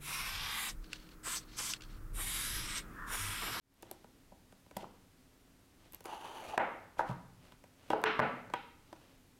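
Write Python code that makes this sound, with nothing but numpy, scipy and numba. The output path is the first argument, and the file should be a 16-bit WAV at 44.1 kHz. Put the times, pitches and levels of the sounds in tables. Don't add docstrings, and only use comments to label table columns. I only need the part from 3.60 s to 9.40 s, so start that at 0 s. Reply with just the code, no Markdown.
import sys
import numpy as np
from scipy import signal
from scipy.fft import rfft, irfft
from scipy.io import wavfile
from numba import njit

SR = 44100
rng = np.random.default_rng(int(sys.argv[2]) if len(sys.argv) > 2 else 0)


def waveform_to_disk(signal):
    frames = np.transpose(np.atleast_2d(signal))
    scaled = np.clip(frames, -1, 1) * 32767
    samples = np.round(scaled).astype(np.int16)
    wavfile.write(sys.argv[1], SR, samples)


N = 255675
T = np.arange(N) / SR


def undb(db):
    return 10 ** (np.asarray(db) / 20)


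def unit(x):
    return x / np.sqrt(np.mean(x ** 2))


def burst(x):
    return x / np.sqrt(np.sum(x ** 2) / (SR / 100))


def fade(t, t60):
    return np.exp(-np.log(1000) * t / t60)


def ring(t, hz, t60):
    return np.sin(2 * np.pi * hz * t) * fade(t, t60)


def butter(x, hz, kind, order):
    return signal.sosfilt(signal.butter(order, hz, kind, fs=SR, output="sos"), x)


def colour(x, points):
    hz, db = np.transpose(points)
    f = np.maximum(np.fft.rfftfreq(len(x), 1 / SR), 1)
    return irfft(rfft(x) * undb(np.interp(np.log(f), np.log(hz), db)), len(x))


def add(out, s, x):
    i = int(s * SR)
    out[i:i + len(x)] += x[:len(out) - i]


@njit
def resonate(x, hz, width_hz):
    y, band, low = np.empty(len(x)), 0., 0.
    for i in range(len(x)):
        g, damping = np.tan(np.pi * hz[i] / SR), width_hz / hz[i]
        v = (band + g * (x[i] - low)) / (1 + g * (g + damping))
        band, low = 2 * v - band, low + 2 * g * v
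        y[i] = damping * v
    return y


def friction(per_s, spread_db):
    slips = rng.random(N) < per_s / SR
    return unit(slips * rng.standard_normal(N) * undb(spread_db * rng.standard_normal(N)))


# f/Hz, relative level/dB
AIR_SPECTRUM = [(12, -19), (20, -0.5), (104, -8), (158, -9.5), (193, -8.5), (222, -15.5), (270, -3),
                (293, -11), (328, -12.5), (527, -18), (718, -20.5), (849, -21), (2460, -25.5),
                (13500, -32.5), (16000, -38.5)]
# f/Hz, level/dB
HUM_TONES = [(101, -76.5), (252, -79.5)]

def air(noise_db=-64.5, waver_db=2):
    hum = 0
    for hz, db in HUM_TONES:
        waver = unit(butter(rng.standard_normal(N), 2.4, "low", order=2))
        hum += undb(db + waver_db * waver) * np.sqrt(2) * np.sin(2 * np.pi * hz * T + waver)
    return undb(noise_db) * unit(colour(rng.standard_normal(N), AIR_SPECTRUM)) + hum


# t/s, level/dB
PAPER_TICKS = [(0.141, -71), (0.2248, -55), (0.3132, -47.5), (1.1695, -49), (2.323, -59), (2.334, -56),
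               (2.347, -48.5), (2.407, -63), (2.442, -61), (4.417, -63)]

def ticks(t60=0.0036, centre_hz=12260., width_hz=5000., crackle_db=-21):
    out, t = np.zeros(N), np.arange(SR // 30) / SR
    for s, db in PAPER_TICKS:
        snap = rng.standard_normal(len(t)) * fade(t, t60)
        bright = resonate(snap, np.full(len(t), centre_hz), width_hz)
        add(out, s, undb(db) * burst(bright + undb(crackle_db) * snap))
    return out


# fingers brushing, and the sliding lid catching with a rasp at 2.67 and 2.89 s
# centre t/s, half-length/s, level/dB
CARD_RUBS = [(0.284, 0.12, -66.5), (1.206, 0.044, -55.5), (2.247, 0.047, -66.5), (2.345, 0.015, -56.5),
             (2.665, .022, -55.5), (2.891, 0.014, -51), (3.398, 0.019, -49), (3.498, 0.035, -54.5),
             (3.868, 0.071, -63.5), (4.275, 0.089, -63), (4.317, 0.012, -53), (5.414, 0.17, -67)]
# f/Hz, relative level/dB
RUB_SPECTRUM = [(200, 3.5), (800, 1), (1700, -5.5), (3000, -4), (5000, -13), (11000, -21), (16000, -29)]

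def rubs():
    pressure = sum(undb(db) * np.exp(-((T - s) / half) ** 2) for s, half, db in CARD_RUBS)
    return pressure * unit(colour(friction(per_s=4200, spread_db=2.5), RUB_SPECTRUM))


# t/s, level/dB, most excited f/Hz, contact cut-off f/Hz, relative nail level/dB, thump f/Hz
FINGER_TAPS = [(0.228, -50, 570, 1470, -6, 338), (0.3123, -48.5, 620, 1060, -7.5, 367),
               (0.443, -55.5, 396, 1300, -13, 214), (0.7207, -55, 730, 930, -22, 197),
               (0.924, -59.5, 444, 1380, -6, 192), (1.063, -64, 450, 1490, -8, 190),
               (1.1113, -56, 468, 2160, -7.5, 298), (1.167, -38.5, 795, 970, -9, 198),
               (2.406, -57.5, 487, 1540, -6, 170), (2.455, -47.5, 443, 2380, -5.5, 343),
               (3.921, -58.5, 1110, 2410, -4, 188), (4.039, -57.5, 590, 2550, -10.5, 180),
               (4.9, -51, 440, 2500, -16, 190), (5.3277, -48, 700, 1430, -12, 330)]

def taps(loose=0.76, thump_db=-5):
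    out = np.zeros((2, N))
    for s, db, pitch_hz, contact_hz, nail_db, thump_hz in FINGER_TAPS:
        for path, sound in zip(out, blow(pitch_hz, contact_hz, loose, thump_db, thump_hz, nail_db)):
            add(path, s, undb(db) * sound)
    return out


def contact(x, pitch_hz, contact_hz, focus_db=6, radiation_hz=330):
    focused = x + undb(focus_db) * resonate(x, np.full(len(x), float(pitch_hz)), .5 * pitch_hz)
    softened = butter(focused, contact_hz, "low", order=5)
    return burst(butter(softened, radiation_hz, "high", order=2))


# f/Hz, relative level/dB, t60/s when held loosely
BOX_MODES = [(340, -6, .05), (465, -5, .06), (592, -2, .05), (785, 0, .06), (972, 0, .07), (1240, -3, .05),
             (1525, -2, .055), (1920, -6, .04), (2250, -6, .035), (2750, -9, .02), (3290, -3, .04),
             (4650, 0, .022), (6200, -4, .016)]

def blow(pitch_hz, contact_hz, loose, thump_db, thump_hz, tick_db,
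         crack_db=-4, crack_t60=0.014, thump_t60=0.063, tick_t60=0.02, tick_room_db=-6):
    t = np.arange(SR // 5) / SR
    crack, tick = rng.standard_normal((2, len(t)))
    bend = 1 + .04 * max(1 - loose, 0) * rng.standard_normal(len(BOX_MODES))
    modes = sum((-1) ** k * undb(db) * ring(t, hz * bend[k], t60 * loose)
                for k, (hz, db, t60) in enumerate(BOX_MODES))
    crack = butter(crack * fade(t, crack_t60 * loose), 1570, "low", order=1)
    body = contact(burst(modes) + undb(crack_db) * burst(crack), pitch_hz, contact_hz)
    modal_share = np.clip(0.49 * loose ** 2, 0, 1)
    pulse = contact(1. * (t == 0), pitch_hz, contact_hz)
    diffuse = modal_share * body + np.sqrt(1 - modal_share ** 2) * pulse
    thump = undb(thump_db) * burst(butter(ring(t, thump_hz, thump_t60), 127, "high", order=2))
    tick = butter(tick * fade(t, tick_t60), 1600, "high", order=2)
    tick = undb(tick_db) * burst(butter(tick, 1530, "low", order=1))
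    return body + thump + tick, diffuse + thump + undb(tick_room_db) * tick


# f/Hz, relative level/dB, t60/s
REVERB_BANDS = [(59.3, 1, 1), (250, -2, 0.77), (700, -3, 0.54), (1800, -3.5, 0.63), (3200, -2.5, 0.59),
                (5000, -1.5, 0.61), (9000, 9.5, 0.081), (15700, -33, 0.096)]
# f/Hz, level/dB, t60/s
ROOM_MODES = [(139, -67, .5), (247, -64, .6), (349, -73, .45), (555, -70, .4), (637, -66, .42),
              (792, -67, .42)]

def room(x, wet_db=-6, build_s=0.021, early_db=-13, early_t60=0.075):
    t = np.arange(SR) / SR
    hz, db, t60 = np.transpose(REVERB_BANDS)
    log_f = np.log(np.maximum(np.fft.rfftfreq(SR, 1 / SR), 1))
    noise = rfft(rng.standard_normal(SR))
    bands = [irfft(noise * np.interp(log_f, np.log(hz), row), SR) for row in np.eye(len(hz))]
    tail = sum(band * undb(level) * fade(t, life) for band, level, life in zip(bands, db, t60))
    tail *= np.minimum(t / build_s, 1) * undb(wet_db) / np.sqrt(np.sum(fade(t, 0.4) ** 2))
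    early = rng.standard_normal(SR) * fade(t, early_t60) * (t > .004)
    early = butter(undb(early_db) * early / np.sqrt(np.sum(early ** 2)), 2100, "low", order=2)
    waves = sum(undb(level) * ring(t, f, life) for f, level, life in ROOM_MODES)
    return signal.fftconvolve(x, early + tail + waves)[:N]


# t/s, level/dB, most excited f/Hz, contact cut-off f/Hz,
# decay-time factor (1 = held loosely), relative thump level/dB, thump f/Hz
# The box rocks back at 1.2 s, the lid pops free at 2.98 s, an edge bounces at 3.4 s
# and settles flat at 3.5 s; from 4.3 s the lid is knocked and laid down.
CARD_KNOCKS = [ (1.2303, -46.5, 414, 910, 0.61, -23, 197), (1.241, -47, 1010, 1330, 0.19, -14, 250),
               (2.9775, -15.5, 746, 2160, 0.61, -29.5, 250), (3.3691, -55, 860, 1500, 0.98, -21, 190),
               (3.3932, -25.5, 830, 1800, 0.43, -33, 190), (3.4070, -30, 810, 1590, 0.86, -41, 190),
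               (3.495, -40.5, 900, 1320, 1.6, 4.5, 151), (3.5109, -42.5, 990, 1380, 0.65, 3.5, 141),
               (4.3029, -28.5, 700, 3200, 1.28, -8, 317), (4.3322, -21.5, 640, 1330, 0.56, -16, 437.6),
               (4.4390, -14, 1260, 3030, 0.34, -13, 454.4), (4.592, -20.5, 1280, 1550, 0.33, -11, 141),
               (4.5989, -16.5, 684, 2310, 0.58, -13.5, 253), (4.937, -29.5, 1033, 3300, 1.13, -9, 475), ]

def knocks(tick_db_at_2khz=-31, tick_db_per_octave=16.5):
    out = np.zeros((2, N))
    for s, db, pitch_hz, contact_hz, loose, thump_db, thump_hz in CARD_KNOCKS:
        tick_db = tick_db_at_2khz + tick_db_per_octave * np.log2(contact_hz / 2000)
        for path, sound in zip(out, blow(pitch_hz, contact_hz, loose, thump_db, thump_hz, tick_db)):
            add(path, s, undb(db) * sound)
    return out


# t/s, pull level/dB, resonance of the hollow f/Hz
LID_PULL = [(2.44, -44, 880), (2.454, -49.5, 880), (2.54, -43.5, 824), (2.586, -58, 900), (2.646, -46, 896),
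            (2.724, -51.5, 910), (2.746, -51, 925), (2.804, -51, 880), (2.836, -52.5, 654),
            (2.92, -49, 790), (2.944, -35, 756), (2.97, -54, 770)]
# f/Hz, relative level/dB
PAPER_SPECTRUM = [(150, -15.5), (350, 2), (650, 0), (1250, -1.5), (2100, -11), (2900, -7.5), (3900, -16),
                  (4650, -15), (5200, -27), (6000, -17.5), (8000, -26.5), (10500, -19.5), (13500, -29),
                  (16000, -28.5)]

def slide(start_s=2.44, end_s=2.978, ramp_s=0.019, steady_pull_db=-49, width_hz=170., hollow_db=-1,
          baring_db_per_s=11.5, clearing_s=0.069, clearing_db=-13.5, upper_db=3, upper_ratio=3.38):
    times, *columns = np.transpose(LID_PULL)
    pull_db, hollow_hz = (np.interp(T, times, column) for column in columns)
    effort_db = pull_db - steady_pull_db
    bared_db = baring_db_per_s * (np.clip(T, start_s, end_s) - (start_s + end_s) / 2)
    wall_db = bared_db + clearing_db * np.clip(1 - (end_s - T) / clearing_s, 0, 1)
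    breakaway_db = 15 * np.exp(-((T - start_s - ramp_s) / 0.0098) ** 2)
    rasp_db = -59 + 0.47 * effort_db + wall_db
    hiss_db = -68 + 0.2 * effort_db + wall_db + breakaway_db
    slips = friction(per_s=6500, spread_db=-0.5)
    hollow = unit(resonate(resonate(slips, hollow_hz, width_hz), hollow_hz, 2 * width_hz))
    rub = colour(friction(per_s=6000, spread_db=-1.0), PAPER_SPECTRUM)
    hiss = unit(butter(rub, 7000, "high", order=4))
    rasp = butter(rub, 7000, "low", order=4)
    rasp += undb(upper_db) * resonate(rasp, hollow_hz * upper_ratio, width_hz=220.)
    rasp /= np.std(butter(rasp, 2230, "high", order=4))
    jerks = undb(unit(butter(rng.standard_normal(N), 35, "low", order=2)))
    moving = np.clip(np.minimum(T - start_s, end_s - T) / ramp_s, 0, 1) * jerks
    return moving * (hollow * undb(pull_db + hollow_db) + rasp * undb(rasp_db) + hiss * undb(hiss_db))


def open_lid(blows, start_s=4.32, end_s=4.65, hollow_hz=436., width_hz=7., hollow_db=12):
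    held_open = (T > start_s) & (T < end_s)
    return undb(hollow_db) * resonate(blows * held_open, np.full(N, hollow_hz), width_hz)


def scene():
    direct, room_feed = taps() + knocks()
    rubbing = ticks() + slide() + rubs()
    return (direct + open_lid(direct) + rubbing + room(room_feed + rubbing) + air())[None]


@njit
def follow(size, attack_s, release_s):
    attack, release = 1 - np.exp(-1 / (attack_s * SR)), 1 - np.exp(-1 / (release_s * SR))
    out, envelope = np.empty(len(size)), 0.
    for i in range(len(size)):
        envelope += (size[i] - envelope) * (attack if size[i] > envelope else release)
        out[i] = envelope
    return out


def record(dry, ceiling_db=-19.5, attack_s=.00004, release_s=0.0096, fade_in_s=0.28, top_hz=16000):
    ceiling = undb(ceiling_db)
    peak = follow(np.abs(dry[0]), attack_s, release_s)
    limited = np.clip(dry * ceiling / np.maximum(peak, ceiling), -ceiling, ceiling)
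    faded = limited * np.minimum(T / fade_in_s, 1)
    return signal.sosfilt(signal.ellip(8, .2, 70, top_hz, fs=SR, output="sos"), faded)


dry = scene()
out = record(dry)
waveform_to_disk(out)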